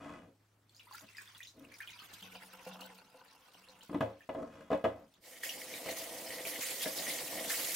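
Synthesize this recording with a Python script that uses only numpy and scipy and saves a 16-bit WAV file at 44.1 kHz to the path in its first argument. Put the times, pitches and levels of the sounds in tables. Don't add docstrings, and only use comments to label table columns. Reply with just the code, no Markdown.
import sys
import numpy as np
from scipy import signal
from scipy.fft import rfft, irfft
from scipy.io import wavfile
from scipy.ndimage import uniform_filter1d

SR = 44100
rng = np.random.default_rng(int(sys.argv[2]) if len(sys.argv) > 2 else 0)


def inscribe(sig):
    pcm = np.round(np.clip(np.atleast_2d(sig).T, -1, 1) * 32767)
    wavfile.write(sys.argv[1], SR, pcm.astype(np.int16))


N = 341775

# time_s, level_db
POUR = [(0.62, -100), (0.72, -75), (0.98, -59), (1.07, -64), (1.3, -60.5), (1.55, -72.5), (1.75, -62),
        (2.05, -57.5), (2.85, -59), (3.1, -66.5), (3.85, -64), (4.45, -75.5), (5.2, -77)]


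def pour():
    gate, db = follow(POUR)
    clumps = gain_of(3.5 * evened(uniform_filter1d(rng.standard_normal(N), size=1500)))
    spray_colour = [(600, -5.0), (2500, 1.0), (6000, -7.0), (16000, -14.0)]  # (Hz, dB)
    spray = noise(spray_colour, patchy_db=6, flicker_db=3.0)
    patter = evened(clumps * fizz(900, 6000, per_s=2200, cycles=10, spread_db=3.3))
    sharp = ticks(per_s=70, spread_db=3.2, fade_s=0.02)
    return gate * gain_of(db) * (gain_of(-5) * patter + 0.82 * spray + gain_of(-5) * sharp)


def ticks(per_s, spread_db, fade_s):
    fade = np.exp(-np.arange(5000) / SR / fade_s)
    bursts = abs(signal.oaconvolve(abs(grit(per_s, spread_db)), fade)[:N])
    puff_colour = [(1500, -17.5), (4000, -2.0), (9000, -7.5), (16000, -7)]  # (Hz, dB)
    return evened(bursts * noise(puff_colour, patchy_db=4.5, flicker_db=6.0))


# start_s, level_db (of the main bubble or tone), pitch_hz (at its start)
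DROPS = [(0.694, -55, 4330), (0.7474, -51, 4400), (0.765, -48, 4920), (0.7955, -46.5, 2820),
         (0.87, -52, 967), (0.9106, -42.5, 1040), (0.925, -45, 4500), (0.9453, -44.5, 1406),
         (0.997, -44, 6700), (1.088, -51, 2660), (1.1488, -47.5, 2000), (1.1697, -40.5, 4970),
         (1.1826, -37.5, 1780), (1.217, -45, 8060), (1.276, -45, 3470), (1.3488, -44.5, 3380),
         (1.38, -47, 8300), (1.4045, -38.5, 1903), (1.43, -39.5, 3520), (1.472, -41, 3970),
         (1.477, -46, 6250), (1.7407, -45, 5000), (1.804, -33.5, 1753), (1.8745, -36.5, 3000),
         (1.8987, -43.5, 2170), (1.9325, -45, 2420), (1.9906, -40.5, 3000), (2.0188, -46, 1230),
         (2.226, -39, 3120), (2.35, -41, 2860), (2.816, -40, 2790), (3.5435, -50, 3040), (3.686, -47, 4110),
         (3.8092, -46.5, 3020), (4.2065, -49, 1760)]


def drops():
    return plops(DROPS, cycles=7.8, spray_s=0.0015, spray_db=-20, after_db=-3.5)


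# start_s, pop_db, hollow_note_db, gurgle_db (levels before shaping)
GLUGS = [(2.22, -51, -58, -63), (2.332, -53, -64, -57), (2.534, -41, -65, -53.5), (2.665, -13, -49, -51),
         (2.791, -28, -86, -53), (2.851, -30, -74, -76), (3.144, -28, -84, -60), (3.55, -33, -68, -77),
         (3.689, -34, -74, -67)]
# pitch_hz, width_hz (of each ring)
DRAIN_NOTE = (186, 25)
# pitch_hz, width_hz (of the narrow ring), level_db
DRAIN_PIPE = [(275, 28, 2), (516, 23, 7.5), (755, 130, 10.5), (870, 32, 10), (967, 47, 9.5),
              (1365, 180, 6.5), (2740, 130, 7.5)]
DRAIN_START_S, DRAIN_END_S, TRICKLE_DB = 2.05, 3.87, -72.5
GULP_RISE_S, NOTE_FADE_S, GURGLE_FADE_S = 0.0026, 0.13, 0.076


def drain():
    gate = follow([(DRAIN_START_S,), (DRAIN_END_S,)])[0]
    note_hz = DRAIN_NOTE[0]
    breath = evened(ring(ring(grit(1000, 0.57), *DRAIN_NOTE), *DRAIN_NOTE))
    drive = grit(440, 4.13)
    glugs, hollow, churn = np.zeros(N), 0, gain_of(TRICKLE_DB)
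    for s, pop_db, note_db, gurgle_db in GLUGS:
        add(glugs, s, gain_of(pop_db) * bubble(530, 1.03, 0.032))
        hollow = hollow + gain_of(note_db) * swell(s, GULP_RISE_S, NOTE_FADE_S)
        churn = churn + gain_of(gurgle_db) * swell(s, GULP_RISE_S, GURGLE_FADE_S)
    pops = drain_pipe(glugs)
    bubbles = fizz(458.3, 1488, per_s=120, cycles=9.9, spread_db=0.65, count=12)
    gurgle = evened(drain_pipe(drive)) + gain_of(-2.5) * bubbles
    hum_note = 0.31 * breath + np.sin(2 * np.pi * note_hz * np.arange(N) / SR)
    return gate * (hollow * hum_note + churn * gurgle) + pops


def drain_pipe(x):
    return sum(gain_of(db) * ring(ring(x, hz, width), hz, 5 * width) / np.sqrt(width)
               for hz, width, db in DRAIN_PIPE)


# start_s, level_db (drive), depth_db (low drive against the rest)
KNOCKS = [(3.894, -38.5, 11.5), (3.928, -37, -13), (3.944, -27.5, 9), (4.007, -18.5, 4.5), (4.29, -28, -6),
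          (4.348, -34.5, -18), (4.703, -30, -33), (4.715, -24.5, -36), (4.729, -23.5, -19),
          (4.745, -31, -25), (4.841, -21, -13), (4.85, -22.5, -24), (5.86, -36.5, -8.5),
          (6.859, -32.5, -31)]


def knocks():
    blows, deep, grains, cracks = np.zeros((4, N))
    t = np.arange(14000) / SR
    rise = 1 - np.exp(-t / 0.00033)
    for s, db, depth_db in KNOCKS:
        judder = gain_of(-25) * rng.standard_normal(len(t)) * np.exp(-t / 0.008) * rise
        judder[:40] += 0.041 * np.hanning(40)
        rustle = rng.standard_normal(len(t)) * np.exp(-t / 0.049) * rise
        crack = rng.standard_normal(len(t)) * np.exp(-t / 0.004)
        add(blows, s, gain_of(db + 74.0) * judder)
        add(deep, s, gain_of(db + depth_db + 75.5) * judder)
        add(grains, s, gain_of(db - 8.5) * rustle)
        add(cracks, s, gain_of(db - 22.5) * crack)
    dull = signal.butter(2, [70, 6000], "band", fs=SR)
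    body = signal.lfilter(*dull, basin(blows + gain_of(43.5) * grains, deep))
    return body + gain_of(-31.5) * ring(grains, 3600, 3700) + ring(cracks, 2500, 2230)


# start_s, length_s, level_db (of the ringing), depth_db and rasp_db (against the ringing)
DRAGS = [(-0.08, 0.46, -53.5, 1.5, 4), (1.017, 0.058, -57.5, -1.5, 1.5), (1.539, 0.24, -64, 8, 1),
         (4.336, 0.21, -39.5, -15, -12), (4.426, 0.41, -50.5, -11, -3.5), (4.88, 0.27, -55, -9, -34)]
DRAG_PEAK, DRAG_ROUND = 0.35, 2.7
RUB_HZ, RASP_HZ = 2070, (970, 7000)


def drags():
    rub = grit(1500, 3)
    still = np.zeros(N)
    rubbed = basin(rub, still)
    ringing = evened(signal.lfilter(*signal.butter(3, RUB_HZ, fs=SR), rubbed))
    low = evened(basin(still, rub))
    scratch = evened(rubbed) + 0.079 * rub
    rasp = evened(signal.lfilter(*signal.butter(2, RASP_HZ, "band", fs=SR), scratch))
    out = np.zeros(N)
    for s, length, db, depth_db, rasp_db in DRAGS:
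        u = np.clip((np.arange(N) / SR - s) / length, 0, 1)
        arch = abs(np.sin(np.pi * u ** (np.log(.5) / np.log(DRAG_PEAK))))
        speed = arch ** DRAG_ROUND * (u < 1)
        rubbing = speed * (ringing + gain_of(rasp_db) * rasp)
        out += gain_of(db) * (rubbing + gain_of(depth_db) * speed ** 0.51 * low)
    return out


# pitch_hz, level_db (relative), decay_s (longest time to fall 60 dB)
BASIN = [(79, -31, 0.38), (108.6, -25.5, 0.27), (195, -22, 0.35), (242, -17.5, 0.29), (291.4, -4.5, 0.12),
         (356.5, -10.5, 0.22), (494, -2, 0.059), (541, -1, 0.11), (640, 4, 0.066), (700, 1, 0.03),
         (861, -8, 0.11), (967, -3.5, 0.027), (1046, 0, 0.02), (1186.6, -10, 0.12), (1634, -5, 0.018),
         (1970, -9, 0.023), (2530, -12, 0.06), (2930, -13, 0.05), (3290, -15.5, 0.04)]


def basin(blows, deep):
    drive = blows + signal.lfilter(*signal.butter(3, 330, fs=SR), deep)
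    out = 0
    for hz, db, t60 in BASIN:
        width = max(np.log(1000) / np.pi / t60, hz / 22)
        mode = ring(drive, hz, width, np.imag)
        out = out + gain_of(db) * ring(mode, hz, 0.48 * hz) / width
    return out


# (per Hz, relative)
HISS = [(500, -22), (1200, -6), (2500, 1), (5000, 2.5), (12800, 1), (16000, -3)]
# (per Hz, relative)
BOOM = [(30, -28), (150, -17.5), (270, -9.5), (700, -7.5), (1100, -15.5), (2500, -65)]
# pitch_hz, width_hz, level_db (relative)
BOOM_PEAKS = [(306, 76, -14.5), (512.5, 39, -6), (652, 11, -4)]
# pitch_hz, width_hz (of the narrow ring), level_db (relative)
BOWL = [(1896, 98, 9.5), (1980, 27, 13.5), (2127, 130, 9.5), (3026, 147, 4)]
# pitch_hz, left_over_right_db
LEAN = [(300, 0), (3800, 1), (15000, -4)]


def tap():
    gate, hiss_db, boom_db = flow()
    froth = fizz(2500, 9000, per_s=2500, cycles=6, spread_db=4)
    hiss = noise(HISS, patchy_db=2.5, flicker_db=1.0) + gain_of(-15.5) * froth
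    thud = grit(1500, 2.7)
    clumps = gain_of(3.8 * evened(uniform_filter1d(rng.standard_normal(N), size=1200)))
    pelt = grit(500, 3.5) * clumps
    boom = evened(sum(gain_of(db) * ring(thud, hz, width) for hz, width, db in BOOM_PEAKS))
    boom = boom + gain_of(-3.5) * noise(BOOM, patchy_db=4.0, flicker_db=-3.0)
    wall = evened(sum(gain_of(db) * ring(ring(pelt, hz, width), hz, 4 * width) for hz, width, db in BOWL))
    wall_db = (hiss_db + boom_db) / 2 - 4.5
    jet = gain_of(hiss_db) * hiss + gain_of(boom_db) * boom + gain_of(wall_db) * wall
    lean = [[(hz, side * db / 2) for hz, db in LEAN] for side in (1, -1)]
    return np.array([coloured(gate * x, points) for x, points in zip(jet, lean)])


# start_s, hiss_rise_db, boom_rise_db (both before the swell shapes them), fade_s
SURGES = [(5.425, 14, 5, 0.05), (5.876, 8, 11.5, 0.036), (5.958, 11, -1.5, 0.039),
          (6.462, 13.5, 1.5, 0.047), (6.603, 10, -6, 0.17), (6.814, 15.5, -6, 0.021), (6.956, 4, 5, 0.13),
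          (7.079, 8.5, 2.5, 0.045), (7.307, 0.5, 4.5, 0.28), (7.48, 7.5, -3.5, 0.43), (7.74, 13, -53, 0.2)]
TAP_OPENS_S, OPENING_S, JET_LANDS_S = 5.19, 0.07, 5.433
SPOUT_DB, JET_DB, JET_GAIN_DB_PER_S = -55, -49, 3
BOOM_START_DB, BOOM_FULL_DB, FILL_S = -62.5, -50.5, 0.21
SURGE_RISE_S = 0.01


def flow():
    t = np.arange(N) / SR
    landed = np.maximum(t - JET_LANDS_S, 0)
    opening = np.clip((t - TAP_OPENS_S) / OPENING_S, 0, 1) ** 2
    hiss_db = np.where(landed > 0, JET_DB + JET_GAIN_DB_PER_S * landed, SPOUT_DB)
    boom_db = BOOM_FULL_DB + (BOOM_START_DB - BOOM_FULL_DB) * np.exp(-landed / FILL_S)
    for s, spray_db, slosh_db, fade_s in SURGES:
        surge = swell(s, SURGE_RISE_S, fade_s)
        hiss_db = hiss_db + spray_db * surge
        boom_db = boom_db + slosh_db * surge
    return opening, hiss_db, boom_db


# start_s, level_db (of the main bubble or tone), pitch_hz (at its start)
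SPLASHES = [(5.1402, -55, 3490), (5.435, -29, 1850), (5.493, -28.5, 2920), (5.7389, -33, 2280),
            (5.8872, -30.5, 2090), (6.4517, -32, 2320), (6.81, -31, 3220), (6.8565, -31, 2100),
            (6.985, -27, 4450), (7.1014, -31.5, 2160), (7.183, -30.5, 4520), (7.5023, -28, 1750)]


def tick_and_splashes():
    return plops(SPLASHES, cycles=5.5, spray_s=0.0038, spray_db=-25, after_db=-3.5)


def hum():
    hum_hz, level_db, stops_s = 105.4, -74, 2.4
    t = np.arange(N) / SR
    gate = np.clip((stops_s - t) / 0.029, 0, 1)
    return gate * gain_of(level_db) * np.sqrt(2) * np.sin(2 * np.pi * hum_hz * t)


# pitch_hz, decay_s (time to fall 60 dB)
KITCHEN = [(100, 0.039), (2000, 0.15), (16000, 0.17)]


def kitchen(x):
    echoes = np.zeros((2, SR // 2))
    slots = np.arange(100, SR // 2 - 20, 20)
    at = slots + rng.integers(0, 20, (2, len(slots)))
    np.put_along_axis(echoes, at, rng.choice([-1., 1.], (2, len(slots))), 1)
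    hz, t, z = signal.stft(echoes, SR, nperseg=256)
    fading = z * gain_of(-60 * t / read(KITCHEN, hz)[:, None])
    tail = signal.istft(fading, SR, nperseg=256)[1]
    tail = signal.lfilter(*signal.butter(1, 500, "high", fs=SR), tail)
    return signal.oaconvolve(x[None], tail / np.linalg.norm(tail[0]), axes=1)[:, :N]


# (per Hz, relative)
AIR = [(20, -7), (90, -7), (300, -7.5), (600, -12.5), (3200, -22), (16000, -30.5)]


def air():
    return gain_of(-73.5) * noise(AIR, patchy_db=2, flicker_db=.5)


# pitch_hz, likeness (1 is identical)
SAME = [(200, 0.98), (1000, 0.56), (4000, 0.47), (15000, 0.37)]


def noise(points, patchy_db, flicker_db):
    frames, hz = N // 128 + 5, np.fft.rfftfreq(512, 1 / SR)
    a, b, c, d, patches = rng.standard_normal((frames, 257, 5)).T
    patches = uniform_filter1d(patches, size=10, axis=0)
    patches = evened(uniform_filter1d(patches, size=10, axis=1))
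    flicker = evened(uniform_filter1d(rng.standard_normal(frames), size=3))
    like = np.clip(read(SAME, hz), -1, 1)[:, None]
    left = a + 1j * b
    right = like * left + np.sqrt(1 - like ** 2) * (c + 1j * d)
    z = np.array([left, right]) * gain_of(patchy_db * patches + flicker_db * flicker)
    sound = signal.istft(z, nperseg=512, noverlap=384)[1][:, :N]
    return evened(coloured(sound, points))


def plops(rows, cycles, spray_s, spray_db, after_db):
    out, t = np.zeros(N), np.arange(5000) / SR
    for (s, db, hz), chance in zip(rows, rng.random((len(rows), 2, 8))):
        fade = np.exp(-t / spray_s) + 0.3 * np.exp(-t / 0.02)
        spray = signal.lfilter([1, -0.75], [1], rng.standard_normal(len(t))) * fade
        spray_hz = min(hz * 3 ** chance[1, 0], 12000)
        spray = spray + 0.79 * ring(spray, spray_hz, 0.39 * hz)
        add(out, s, gain_of(db) * bubble(hz, cycles, 0.0092))
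        add(out, s, gain_of(db + spray_db) * spray)
        for late, size in chance.T:
            after_hz = hz * 2.6 ** (size - .25)
            after = gain_of(db + after_db - 16.0 * late) * bubble(after_hz, cycles, 0.012)
            add(out, s + 0.045 * late, after)
    return out


def fizz(lo_hz, hi_hz, per_s, cycles, spread_db, count=30):
    out = np.zeros((2, N))
    for hz in np.geomspace(lo_hz, hi_hz, count):
        starts = grit(per_s / count, spread_db)
        one = signal.oaconvolve(starts, bubble(hz, cycles * rng.uniform(0.46, 3.0), 0.0072))[:N]
        out += evened(one) * gain_of(rng.uniform(-10.5, 9.1) * np.array([[1], [-1]]))
    return evened(out)


def bubble(hz, cycles, glide):
    u = np.arange(round(4 * cycles / hz * SR)) / SR * hz / cycles
    tone = np.sin(2 * np.pi * cycles * u * (1 + glide * u / 2))
    return tone * np.exp(-u) * (1 - np.exp(-u * 8))


def grit(per_s, spread_db):
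    size = gain_of(spread_db * np.minimum(rng.exponential(1, N), 5))
    return evened(size * np.sign(rng.standard_normal(N)) * (rng.random(N) < per_s / SR))


def ring(x, hz, width, part=np.real):
    r = np.exp(-np.pi * width / SR)
    return 2 * part(signal.lfilter([1 - r], [1, -r * np.exp(2j * np.pi * hz / SR)], x))


def swell(s, rise_s, fade_s):
    t = np.maximum(np.arange(N) / SR - s, 0)
    return (1 - np.exp(-t / rise_s)) * np.exp(-t / fade_s)


def coloured(x, points):
    size = 2 ** 19
    return irfft(rfft(x, size) * gain_of(read(points, np.fft.rfftfreq(size, 1 / SR))))[..., :N]


def read(points, hz):
    f, value = np.transpose(points)
    return np.interp(np.log(hz + 1), np.log(f + 1), value)


def follow(rows):
    s, *columns = np.transpose(rows)
    t = np.arange(N) / SR
    after_start = t - s[0] + (s[0] < .001)
    before_end = s[-1] - t + (s[-1] > N / SR - .03)
    gate = np.clip(np.minimum(after_start, before_end) / .02, 0, 1)
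    return gate, *(np.interp(t, s, c) for c in columns)


def add(mix, s, sound):
    part = mix[round(s * SR):][:len(sound)]
    part += sound[:len(part)]


def gain_of(db):
    return 10 ** (np.asarray(db) / 20)


def evened(x):
    return x / np.sqrt(np.mean(x ** 2) + 1e-20)


def scene():
    small = drops() + tick_and_splashes()
    solid = knocks() + drags()
    room = gain_of(-1.0) * kitchen(small) + gain_of(-3.5) * kitchen(solid)
    near_solid = solid * gain_of([[.6], [-.6]])
    return pour() + small + drain() + near_solid + tap() + room + hum() + air()


def record(dry):
    dry = signal.lfilter(*signal.butter(1, 40, "high", fs=SR), dry)
    band_limit = signal.firwin(511, 15850, window=("kaiser", 9), fs=SR)
    return signal.oaconvolve(dry, band_limit[None], "same")


dry = scene()
out = record(dry)
inscribe(out)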